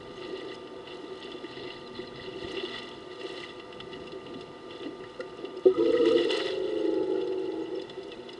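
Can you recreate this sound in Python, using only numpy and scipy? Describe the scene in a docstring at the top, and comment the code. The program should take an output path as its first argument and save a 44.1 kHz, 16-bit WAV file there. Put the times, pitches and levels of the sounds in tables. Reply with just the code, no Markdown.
"""Elephants drinking at a waterhole

Heard by a microphone shut inside a remote camera's housing; cavity resonances colour the water and far rustle.
Trunks spill noise-burst sprays, ringing drops and gliding-sine gulps; a small bird chirps in gliding sines.
A pan drive jolts as decaying modes and grinds as filtered noise; a zoom drive whirrs as a comb of tones.
Beneath lie noise for wind, rustle and hiss, and steady multiples of the rectified mains."""
import sys
import numpy as np
from scipy import signal
from scipy.fft import rfft, irfft, next_fast_len
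from scipy.io import wavfile
from scipy.ndimage import uniform_filter1d, map_coordinates

SR = 44100
rng = np.random.default_rng(int(sys.argv[2]) if len(sys.argv) > 2 else 0)


def dump(signal):
    """Clip the signal to [-1, 1] and save it as 16-bit WAV at the path in sys.argv[1]."""
    limited = np.clip(np.atleast_2d(signal).T, -1, 1)
    pcm = np.round(limited * 32767).astype(np.int16)
    wavfile.write(sys.argv[1], SR, pcm)


N = 369999

# WATER
# steady dribbling between spills: t/s, level/dB
TRICKLE = [(0, -54.5), (.7, -61), (1.05, -52), (1.35, -53.5), (1.85, -57), (2.1, -58), (3.05, -56.5),
           (3.7, -58), (4.1, -56), (4.55, -58), (5, -58), (5.5, -59.5), (6.58, -48.5), (7, -53),
           (7.4, -55.5), (8.39, -57)]
# water spilling from trunks and mouths: start t/s, build-up/s, hold/s, spray level/dB, fizz level/dB
SPILLS = [(0.155, 0.054, 0.04, -46.5, -68), (0.307, 0.037, 0.038, -47, -74),
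          (0.465, 0.025, 0.043, -49, -69), (0.843, 0.033, 0.042, -46.5, -69.5), (1.17, .05, .03, -49, -81),
          (1.42, .15, 0.16, -46, -75), (1.916, 0.043, 0.026, -44.5, -69), (2.128, 0.032, 0.11, -46.5, -72),
          (2.307, 0.11, 0.13, -45.5, -65.5), (2.45, .12, .22, -42.5, -64.5),
          (2.817, .02, 0.021, -46, -65.5), (3.095, 0.027, .02, -53, -73), (3.179, 0.026, 0.24, -47.5, -65),
          (3.89, 0.026, 0.022, -55, -72), (4.245, 0.034, 0.087, -57, -75), (4.68, 0.055, 0.13, -55, -75),
          (5.353, .02, 0.028, -52.5, -82), (5.62, .04, 0.092, -55.5, -73), (5.746, 0.046, 0.13, -46, -63.5),
          (5.822, 0.13, 0.41, -42.5, -60.5), (6.047, .015, 0.032, -43.5, -58),
          (6.177, 0.018, .01, -40.5, -60.5), (6.282, 0.014, 0.16, -36.5, -57)]
# lapping at the edge: t/s, level/dB
LAPPING = [(0, -50), (.34, -40.5), (.65, -49), (1.4, -44), (2, -52), (2.6, -38), (3.05, -53), (3.24, -41),
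           (3.42, -42), (3.56, -57.5), (4.25, -45.5), (4.7, -48), (4.87, -42), (5.1, -53), (5.6, -40.5)]
# spray spectrum: f/Hz, level/dB
SPRAY_BAND = [(500, -11.5), (1200, -7.5), (2000, 0), (4500, 2), (5200, -9.5), (6000, -29.5)]
# fizz spectrum: f/Hz, level/dB
FIZZ_BAND = [(4800, -20.5), (5600, 3.5), (9000, -1.5), (11000, 3)]
# lapping spectrum: f/Hz, level/dB
LAPPING_BAND = [(180, -27), (280, 0.5), (600, -6.5), (1200, -31)]
# single drops: t/s, peak/dB, f/Hz, tick over peak/dB
DROPS = [(0.2229, -39, 1980, -26), (0.5434, -42, 2920, 0), (0.6724, -38.5, 2850, -22),
         (0.8724, -39, 2740, -20), (1.2261, -33.5, 3450, -20), (1.3169, -34, 3460, -29),
         (1.4401, -38.5, 2010, -13), (1.5694, -36.5, 1970, -24), (1.702, -34, 2830, -28),
         (1.8744, -42, 3950, -5), (2.0722, -41, 4050, -22), (2.157, -38, 3950, -24),
         (2.5082, -35, 2880, -22), (2.5681, -29, 2930, -27), (2.5975, -30, 2730, -25),
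         (2.6499, -28.5, 3500, -25), (3.2111, -32, 2900, -23), (3.2645, -33.5, 2900, -23),
         (3.3997, -37, 2900, -20), (3.4915, -36.5, 3440, -24), (3.5967, -34.5, 2860, -21),
         (3.7249, -34.5, 2760, -17), (3.8013, -28, 3020, -19), (3.9305, -34.5, 3020, -23),
         (4.0711, -38, 2920, -8), (4.119, -38, 3440, -23), (4.2632, -37, 2730, -18),
         (4.339, -38, 2850, -26), (4.4084, -41, 2880, -1), (4.7062, -33.5, 2780, -28),
         (4.8319, -35.5, 2730, -28), (5.0384, -36, 1990, -28), (5.2041, -31, 1900, -8),
         (5.448, -35, 2890, -25), (5.5702, -42.5, 2890, -3), (5.8576, -34, 2880, -24),
         (5.9304, -32.5, 2050, -17), (5.9678, -30, 1910, -21), (6.0541, -26, 1890, -20),
         (6.0794, -28.5, 2870, -16), (6.1823, -25.5, 2860, -27), (6.3041, -20, 2830, -12),
         (6.4028, -23, 1930, -28), (6.8495, -40, 2000, -13), (6.9396, -48, 2010, 3),
         (7.0304, -39.5, 3460, -18), (7.2125, -37.5, 3460, -14), (7.2737, -40, 4450, -8),
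         (7.3238, -38.5, 2730, -14), (7.4525, -44, 2730, -6), (7.5188, -41, 4100, -20),
         (7.7952, -38, 3480, -15), (7.8166, -38, 4090, -6), (7.8955, -33.5, 3460, -13),
         (8.03, -41.5, 4450, -13), (8.1174, -32.5, 3460, -18), (8.2896, -34, 3370, -29),
         (8.3305, -40, 4440, -6)]
# bright edge of a drop: f/Hz, level/dB
TICK_BAND = [(3300, -18.5), (4300, 0), (7000, -0.5), (11000, -7.5)]
# large bubbles: t/s, peak before envelope/dB, start f/Hz
GULPS = [(.332, -21, 368), (1.035, -24, 302), (1.118, -24.5, 370), (1.443, -21, 322), (1.649, -24.5, 356),
         (1.99, -19, 353), (2.286, -25, 368), (2.442, -27, 175), (2.445, -21, 329), (2.565, -16.5, 366),
         (2.634, -16, 360), (3.24, -25, 351), (3.316, -21, 365), (4.358, -24.5, 250), (4.859, -19, 293),
         (4.884, -24, 302), (5.196, -17.5, 493), (5.2, -30.5, 1363), (5.2, -27.5, 252), (5.441, -16, 372),
         (5.566, -21, 352), (7.15, -36, 1390)]
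# low thud: t/s, gain/dB, push time/s
THUD = (2.446, -27.5, 0.00083)
BUILD_DB, FALL_DB_PER_S = 11.5, 114
FIZZ_OVER_TRICKLE_DB = -17.5
GURGLE_DB, GURGLE_KNOTS_PER_S = 1.5, 14  # random unevenness of the flow
DROP_T60_S, GULP_T60_S = 0.043, 0.067

# DRIVES
# start of the pan drive: t/s, gain/dB
JOLT = (5.654, -4.5)
# frame modes rung by the jolt: f/Hz, level/dB, undamped t60/s
FRAME = [(275, -23.5, 0.23), (361, -9, 0.096), (374.3, -1.5, 0.21), (425, -6, 0.068), (493, -4.5, 0.083),
         (732, -29, 0.15), (1250, -27, 0.06)]
# pan drive: t/s, grind level/dB, teeth level/dB
PAN = [(5.7, -49, -48.5), (5.755, -38.5, -41), (5.785, -23.5, -46), (5.96, -23, -46), (6.12, -21, -44),
       (6.2, -23.5, -53.5), (6.25, -30.5, -52), (6.4, -42, -48)]
# gear resonances under the grind: f/Hz, width/Hz, level/dB
GEARS = [(258, 9.3, -9), (343, 15.7, -0.5), (374, 20, -7.5), (457.8, 24.3, 1.5), (504.4, 19.5, -5)]
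# gear tooth resonances: f/Hz, width/Hz, level/dB
TEETH = [(972, 30, -5), (1242, 105, -3.5), (1335, 82, -5)]
# band limits of the grind: f/Hz, level/dB
GRIND_BAND = [(200, -36), (260, -4.0), (530, -3.5), (620, -17.5), (900, -21)]
# zoom drive: t/s, level/dB
ZOOM = [(6.25, -31.5), (6.4, -32), (6.75, -30), (7.03, -27), (7.06, -37), (7.1, -26), (7.3, -32.5),
        (7.62, -31.5), (7.66, -42), (7.75, -33), (7.88, -45), (8.1, -42.5), (8.39, -51)]
# zoom tones: multiple of STEP_HZ, level when wide/dB, level when zoomed in/dB
ZOOM_TONES = [(12, -22, -27), (13, -7, -2.5), (14, -7, -9), (15, -0.5, 0.5), (16, -6.5, -5),
              (17, -0.5, -8.5), (18, -11.5, -13), (19, -21, -8), (20, -13.5, -10.5), (21, -6, -20),
              (22, -19.5, -22.5), (23, -23.5, -34.5), (33, -33, -23.5), (34, -23, -17)]
# high band of the zoom gearing: f/Hz, width/Hz, level over drive/dB
WHIRR = (1350, 140, -30.5)
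# murmur of the zoom drive: f/Hz, level/dB
MURMUR_BAND = [(270, -23), (320, -2.0), (540, -8.0), (620, -13.5), (760, -15.5), (900, -31)]
THROB_DB = 0.5
STEP_HZ = 25.04  # repeat rate of the zoom drive's moves

# BIRD
# rising chirps: t/s, length/s, start f/Hz, level/dB
CHIRPS = [(.14, .06, 6100, -64), (.27, .04, 6400, -70), (1.183, .035, 6300, -67), (6.682, .05, 6400, -70),
          (6.68, .045, 7900, -69), (6.785, .035, 7950, -67), (6.79, .03, 6300, -62),
          (6.833, .035, 6500, -70), (7.615, .04, 6400, -63)]
# falling peeps: t/s, length/s, start f/Hz, level/dB
PEEPS = [(1.756, .03, 4200, -54), (1.855, .03, 4250, -48), (1.948, .03, 4250, -48),
         (2.063, 0.038, 4300, -48), (6.9, .025, 6900, -67), (7.235, .025, 6500, -66),
         (7.49, .02, 6700, -68), (7.747, .022, 5550, -53), (8.096, .055, 2950, -46.5)]
CHIRP_RISE_HZ_PER_S = 9300
PEEP_FALL_PER_S = 3  # share of start pitch lost a second

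# BACKGROUND
# mains tones: multiple of MAINS_HZ, level/dB
HUM = [(5, -55), (7, -66.5), (8, -83), (9, -61.5), (11, -108), (13, -68.5), (14, -72.5), (15, -73.5)]
# whine of the pan motor at rest: multiple of MAINS_HZ, level/dB, end t/s
HOLD = (12, -56.5, 5.66)
# faint unsteady tone of the housing: f/Hz, level/dB
WAVER = (243, -61)
# wind on the housing: t/s, level/dB
WIND = [(0, -56), (1.3, -58.5), (1.75, -52.5), (2.4, -51.5), (2.7, -56.5), (3.6, -56.5), (3.97, -50.5),
        (4.5, -55), (5.6, -57.5), (5.7, -50.5), (6.15, -48), (6.3, -55.5), (7.1, -53.5), (8.39, -60)]
# wind spectrum: f/Hz, level per Hz/dB
BUFFET_BAND = [(15, -29.5), (25, -11), (50, -7.5), (90, -6.5), (130, 0), (200, -2.5), (300, -1.5)]
# distant bush and water: f/Hz, level/dB
AIR_BAND = [(150, -20), (300, 6), (1000, -1), (3000, -4), (6000, -7), (11000, -3)]
# microphone hiss: f/Hz, level/dB
HISS_BAND = [(100, -2.5), (1000, -7.5), (5000, -21.5), (9000, -32.5), (12000, -33)]
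MAINS_HZ = 99.9  # rectified mains

# HOUSING AND RECORDER
# cavity resonances: f/Hz, width/Hz, level/dB
HOUSING = [(240, 40, -12), (370, 45.4, 3.5), (475.6, 61.5, 0), (686.5, 47.4, -6), (880, 45, -8),
           (974, 36, -9), (1280, 145, -11.5), (1900, 59.6, -10), (1992.5, 52, -8.5), (2740, 59, -11.5),
           (2890, 70, -10), (3043, 196, -17.5), (3460, 74, -12), (3950, 163, -19), (4162, 60, -17.5),
           (4450, 44, -20.5), (5030, 114, -18), (5470, 69, -28.5), (5700, 48, -43.5), (6450, 550, -35),
           (6970, 640, -35.5), (8190, 370, -34.5), (8770, 340, -37), (9900, 100, -42), (10730, 300, -48)]
# cancellation between two low cavity modes: f/Hz, width/Hz, depth/dB
NOTCH = (440, 72, -11.5)
TOP_HZ = 11150


def water():
    """Spray of droplets and bubbles, fine fizz following the flow, and lapping, all through the cavity."""
    spray_gain, fizz_gain = flow()
    splashes = unit(droplets(rate_per_s=150, spread_db=3.5, life_s=0.0015, bed=2.6))
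    rain = splashes + 0.37 * bubbles(count=3500, centre_hz=4300, octaves=0.497, cycles=4.1, spread_db=2.5)
    ticks = unit(droplets(rate_per_s=42, spread_db=4.5, life_s=0.0013, bed=1.0))
    mist = ticks + .7 * rain
    spray = unit(filtered(rain, shape(SPRAY_BAND), cavity))
    fizz = unit(filtered(mist, shape(FIZZ_BAND), cavity))
    laps = droplets(rate_per_s=33, spread_db=2.5, life_s=0.0048, bed=2.2)
    laps = unit(filtered(laps, shape(LAPPING_BAND), cavity))
    lapping_gain = amp(curves(LAPPING)[0] + 2.6 * wobble(12))
    return spray_gain * spray + fizz_gain * fizz + lapping_gain * laps


def flow():
    """Gains of spray and fizz: powers of trickle and spills add, each spill building, holding and falling."""
    t = np.arange(N) / SR
    power = amp(2 * (curves(TRICKLE)[0] + np.array([[0], [FIZZ_OVER_TRICKLE_DB]])))
    for start_s, build_s, hold_s, spray_db, fizz_db in SPILLS:
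        top_s = start_s + build_s
        build_loss_db = BUILD_DB * np.clip((top_s - t) / build_s, 0, 1)
        fall_loss_db = FALL_DB_PER_S * np.clip(t - top_s - hold_s, 0, 1)
        level_db = np.array([[spray_db], [fizz_db]]) - build_loss_db - fall_loss_db
        power = power + (t > start_s) * amp(2 * level_db)
    return np.sqrt(power) * amp(GURGLE_DB * wobble(GURGLE_KNOTS_PER_S))


def droplets(rate_per_s, spread_db, life_s, bed):
    """Short noise bursts of unequal size over a bed of noise."""
    hits = (rng.random(N) < rate_per_s / SR) * amp(spread_db * rng.standard_normal(N))
    u = np.arange(SR // 20) / SR / life_s
    bursts = unit(signal.fftconvolve(hits, u * np.exp(-u))[:N])
    return (bursts + bed) * rng.standard_normal(N)


def bubbles(count, centre_hz, octaves, cycles, spread_db):
    """Tiny bubbles at random times, each a few cycles of its own rising pitch."""
    draw, t = rng.standard_normal((count, 2)), np.arange(500) / SR
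    hz = np.clip(centre_hz * 2 ** (octaves * draw[:, :1]), 500, SR / 3)
    u = t * hz / cycles
    envelope = amp(spread_db * draw[:, 1:]) * u * np.exp(-u)
    grain = envelope * np.sin(2 * np.pi * hz * t * (1 + 0.0285 * u))
    at = rng.integers(0, N, (count, 1)) + np.arange(len(t))
    return unit(np.bincount(at.ravel(), grain.ravel(), N)[:N])


def drops():
    """Each drop is a splat of noise round its pitch with a bright tick, both rung by the housing."""
    out, t = np.zeros(N), np.arange(SR // 10) / SR
    click = np.arange(N) == 100
    body = filtered(click, cavity)[100:len(t)]
    edge = filtered(click, shape(TICK_BAND), cavity)[:len(t)]  # keeps the 100-sample lead
    fall = amp(-60 * t / DROP_T60_S) * (1 - np.exp(-t / 0.00026))
    for s, db, hz, tick_db in DROPS:
        splat = signal.lfilter(*signal.iirpeak(hz, 3.6, SR), rng.standard_normal(len(t)))
        splat = signal.fftconvolve(fall * splat, body)
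        tick = signal.fftconvolve(fall * rng.standard_normal(len(t)), edge)
        add(out, s - .001, amp(db) * peak_unit(splat))
        add(out, s - .003, amp(db + tick_db) * peak_unit(tick))
    return out


def gulps():
    """Large bubbles: sines with a soft start, exponential decay and slightly rising pitch."""
    out, t = np.zeros(N), np.arange(SR // 5) / SR
    swell = amp(-60 * t / GULP_T60_S) * (1 - np.exp(-t / 0.0051)) ** 2
    for s, db, hz in GULPS:
        tone = np.sin(2 * np.pi * hz * t * (1 + 1.0 * t) + rng.uniform(0, 2 * np.pi))
        add(out, s - .003, amp(db) * swell * tone)
    return out


def thud():
    """A single push of air and its rebound, with no ring."""
    out, (s, db, push_s) = np.zeros(N), THUD
    u = np.arange(SR // 20) / SR / push_s
    add(out, s, amp(db) * u * u * (3 - u) * np.exp(-u))
    return out


def pan_drive():
    """A jolt rings the frame until the gears take up their play, then they grind in uneven throbs."""
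    out, t = np.zeros(N), np.arange(SR // 3) / SR
    ring = sum(amp(db - 60 * t / t60_s) * np.sin(2 * np.pi * hz * t) for hz, db, t60_s in FRAME)
    damping = 1 / (1 + np.exp((t - .078) / 0.0043))
    onset = (1 - np.exp(-t / 0.0045)) ** 2
    add(out, JOLT[0], amp(JOLT[1]) * ring * damping * onset)
    grind_db, teeth_db = curves(PAN)
    rubbing = droplets(rate_per_s=110, spread_db=-6.5, life_s=0.0087, bed=1.8)
    grind = filtered(rubbing, modes(GEARS), shape(GRIND_BAND))
    grind = levelled(grind, SR // 14)  # steady load: no long swells or gaps
    teeth = droplets(rate_per_s=48, spread_db=3.5, life_s=0.0048, bed=0.99)
    teeth = unit(filtered(teeth, modes(TEETH), modes(TEETH)))
    return out + amp(grind_db + THROB_DB * wobble(25)) * grind + amp(teeth_db) * teeth


def zoom_drive():
    """A repeating move gives a comb of tones; each wavers, and their balance shifts as the lens travels."""
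    t = np.arange(N) / SR
    travel = np.clip((t - 6.75) / 0.56, 0, 1)
    comb = np.zeros(N)
    for k, wide_db, near_db in ZOOM_TONES:
        gain = amp(wide_db + (near_db - wide_db) * travel + 2.4 * wobble(5))
        jitter = k * (0.024 * wobble(5) + 0.0092 * wobble(40))
        comb += gain * np.sin(2 * np.pi * k * STEP_HZ * t + jitter + rng.uniform(0, 2 * np.pi))
    comb = levelled(comb, SR // 4)
    murmur = unit(filtered(rng.standard_normal(N), shape(MURMUR_BAND), cavity))
    whirr = unit(filtered(rng.standard_normal(N), modes([WHIRR]), modes([WHIRR])))
    running = np.clip((7.85 - t) / 0.044, 0, 1)  # only the murmur outlasts the motor
    drive = running * (comb + amp(WHIRR[2]) * whirr) + (1 - 0.66 * running) * murmur
    return amp(curves(ZOOM)[0]) * drive


def bird():
    """Thin gliding sine chirps and peeps, made slightly hoarse by fast random level changes."""
    out = np.zeros(N)
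    notes = [(s, dur_s, hz, CHIRP_RISE_HZ_PER_S * dur_s, db) for s, dur_s, hz, db in CHIRPS]
    notes += [(s, dur_s, hz, -PEEP_FALL_PER_S * dur_s * hz, db) for s, dur_s, hz, db in PEEPS]
    for s, dur_s, from_hz, glide_hz, db in notes:
        u = np.linspace(0, 1, round(dur_s * SR))
        phase = 2 * np.pi * np.cumsum(from_hz + glide_hz * u) / SR
        add(out, s, amp(db) * np.sin(np.pi * u) * np.sin(phase))
    return out * amp(2.5 * wobble(150))


def hum():
    """Multiples of the rectified mains, the pan motor's whine until it moves, and a housing tone."""
    t = np.arange(N) / SR

    def tone(hz, db):
        gain = np.sqrt(2) * amp(db + 0.62 * wobble(3.7))
        return gain * np.sin(2 * np.pi * hz * t + rng.uniform(0, 2 * np.pi))

    mains = sum(tone(k * MAINS_HZ, db) for k, db in HUM)
    hold_k, hold_db, hold_end_s = HOLD
    whine = tone(hold_k * MAINS_HZ, hold_db) * (t < hold_end_s)
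    return mains + whine + tone(*WAVER) * amp(3.0 * wobble(5.1))


def background():
    """Noise for far rustle through the cavity, wind on the housing and microphone hiss."""
    far = unit(filtered(rng.standard_normal(N), shape(AIR_BAND), cavity))
    buffet = unit(amp(1.8 * wobble(9)) * filtered(rng.standard_normal(N), shape(BUFFET_BAND)))
    hiss = unit(filtered(rng.standard_normal(N), shape(HISS_BAND)))
    far_gain = amp(-47 + 0.69 * wobble(2.94))
    return far_gain * far + amp(curves(WIND)[0]) * buffet + amp(-57.5) * hiss


def cavity(f):
    """Causal response of the housing: its resonances times one notch."""
    c, w, db = NOTCH
    notch = (c * c - f * f + 1j * f * w * amp(db)) / (c * c - f * f + 1j * f * w)
    return modes(HOUSING)(f) * notch


def modes(table):
    """Causal response of a set of resonances, alternating in sign."""
    def response(f):
        return sum((-1) ** k * amp(db) * 1j * f * w / (c * c - f * f + 1j * f * w)
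                   for k, (c, w, db) in enumerate(table))
    return response


def shape(points):
    """Gain from (f/Hz, level/dB) points on a log axis, closed beyond its ends."""
    f, db = np.transpose(points)
    return lambda hz: amp(np.interp(np.log(hz + 1), np.log(f + 1), db, -120, -120))


def filtered(x, *responses):
    """x filtered by the product of the frequency responses."""
    m = next_fast_len(N + SR // 2)
    hz = np.fft.rfftfreq(m, 1 / SR)
    return irfft(rfft(x, m) * np.prod([r(hz) for r in responses], axis=0), m)[..., :N]


def curves(rows):
    """One value per sample for each dB column, fading quickly to silence outside the rows."""
    s, *cols = np.transpose(rows)
    edges = np.r_[s[0] - .04, s, s[-1] + .04]
    t = np.arange(N) / SR
    return [np.interp(t, edges, np.r_[c[0] - 40, c, c[-1] - 40], -120, -120) for c in cols]


def wobble(knots_per_s):
    """A smooth random curve through normally distributed knots."""
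    knots = rng.standard_normal(int(N * knots_per_s / SR) + 4)
    return map_coordinates(knots, [np.arange(N) * knots_per_s / SR])


def amp(db):
    """dB to amplitude."""
    return 10 ** (np.asarray(db) / 20)


def unit(x):
    """Scale to unit RMS."""
    return x / np.sqrt(np.mean(x ** 2) + 1e-20)


def peak_unit(x):
    """Scale to unit peak."""
    return x / np.abs(x).max()


def levelled(x, size):
    """Divide by the running RMS over size samples."""
    return x / np.sqrt(np.abs(uniform_filter1d(x ** 2, size=size)))


def add(track, s, sound):
    """Mix a sound in at s seconds."""
    part = track[round(s * SR):][:len(sound)]
    part += sound[:len(part)]


def scene():
    """Sum of all sources, one channel."""
    wet = water() + drops() + gulps() + thud()
    drives = pan_drive() + zoom_drive()
    return (wet + drives + bird() + hum() + background())[None]


def record(dry):
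    """The recorder cuts steeply at its band limit and adds a very faint noise floor."""
    banded = filtered(dry, lambda hz: 1 / (1 + (hz / TOP_HZ) ** 300))
    return banded + amp(-104) * rng.standard_normal(dry.shape)


dry = scene()
out = record(dry)
dump(out)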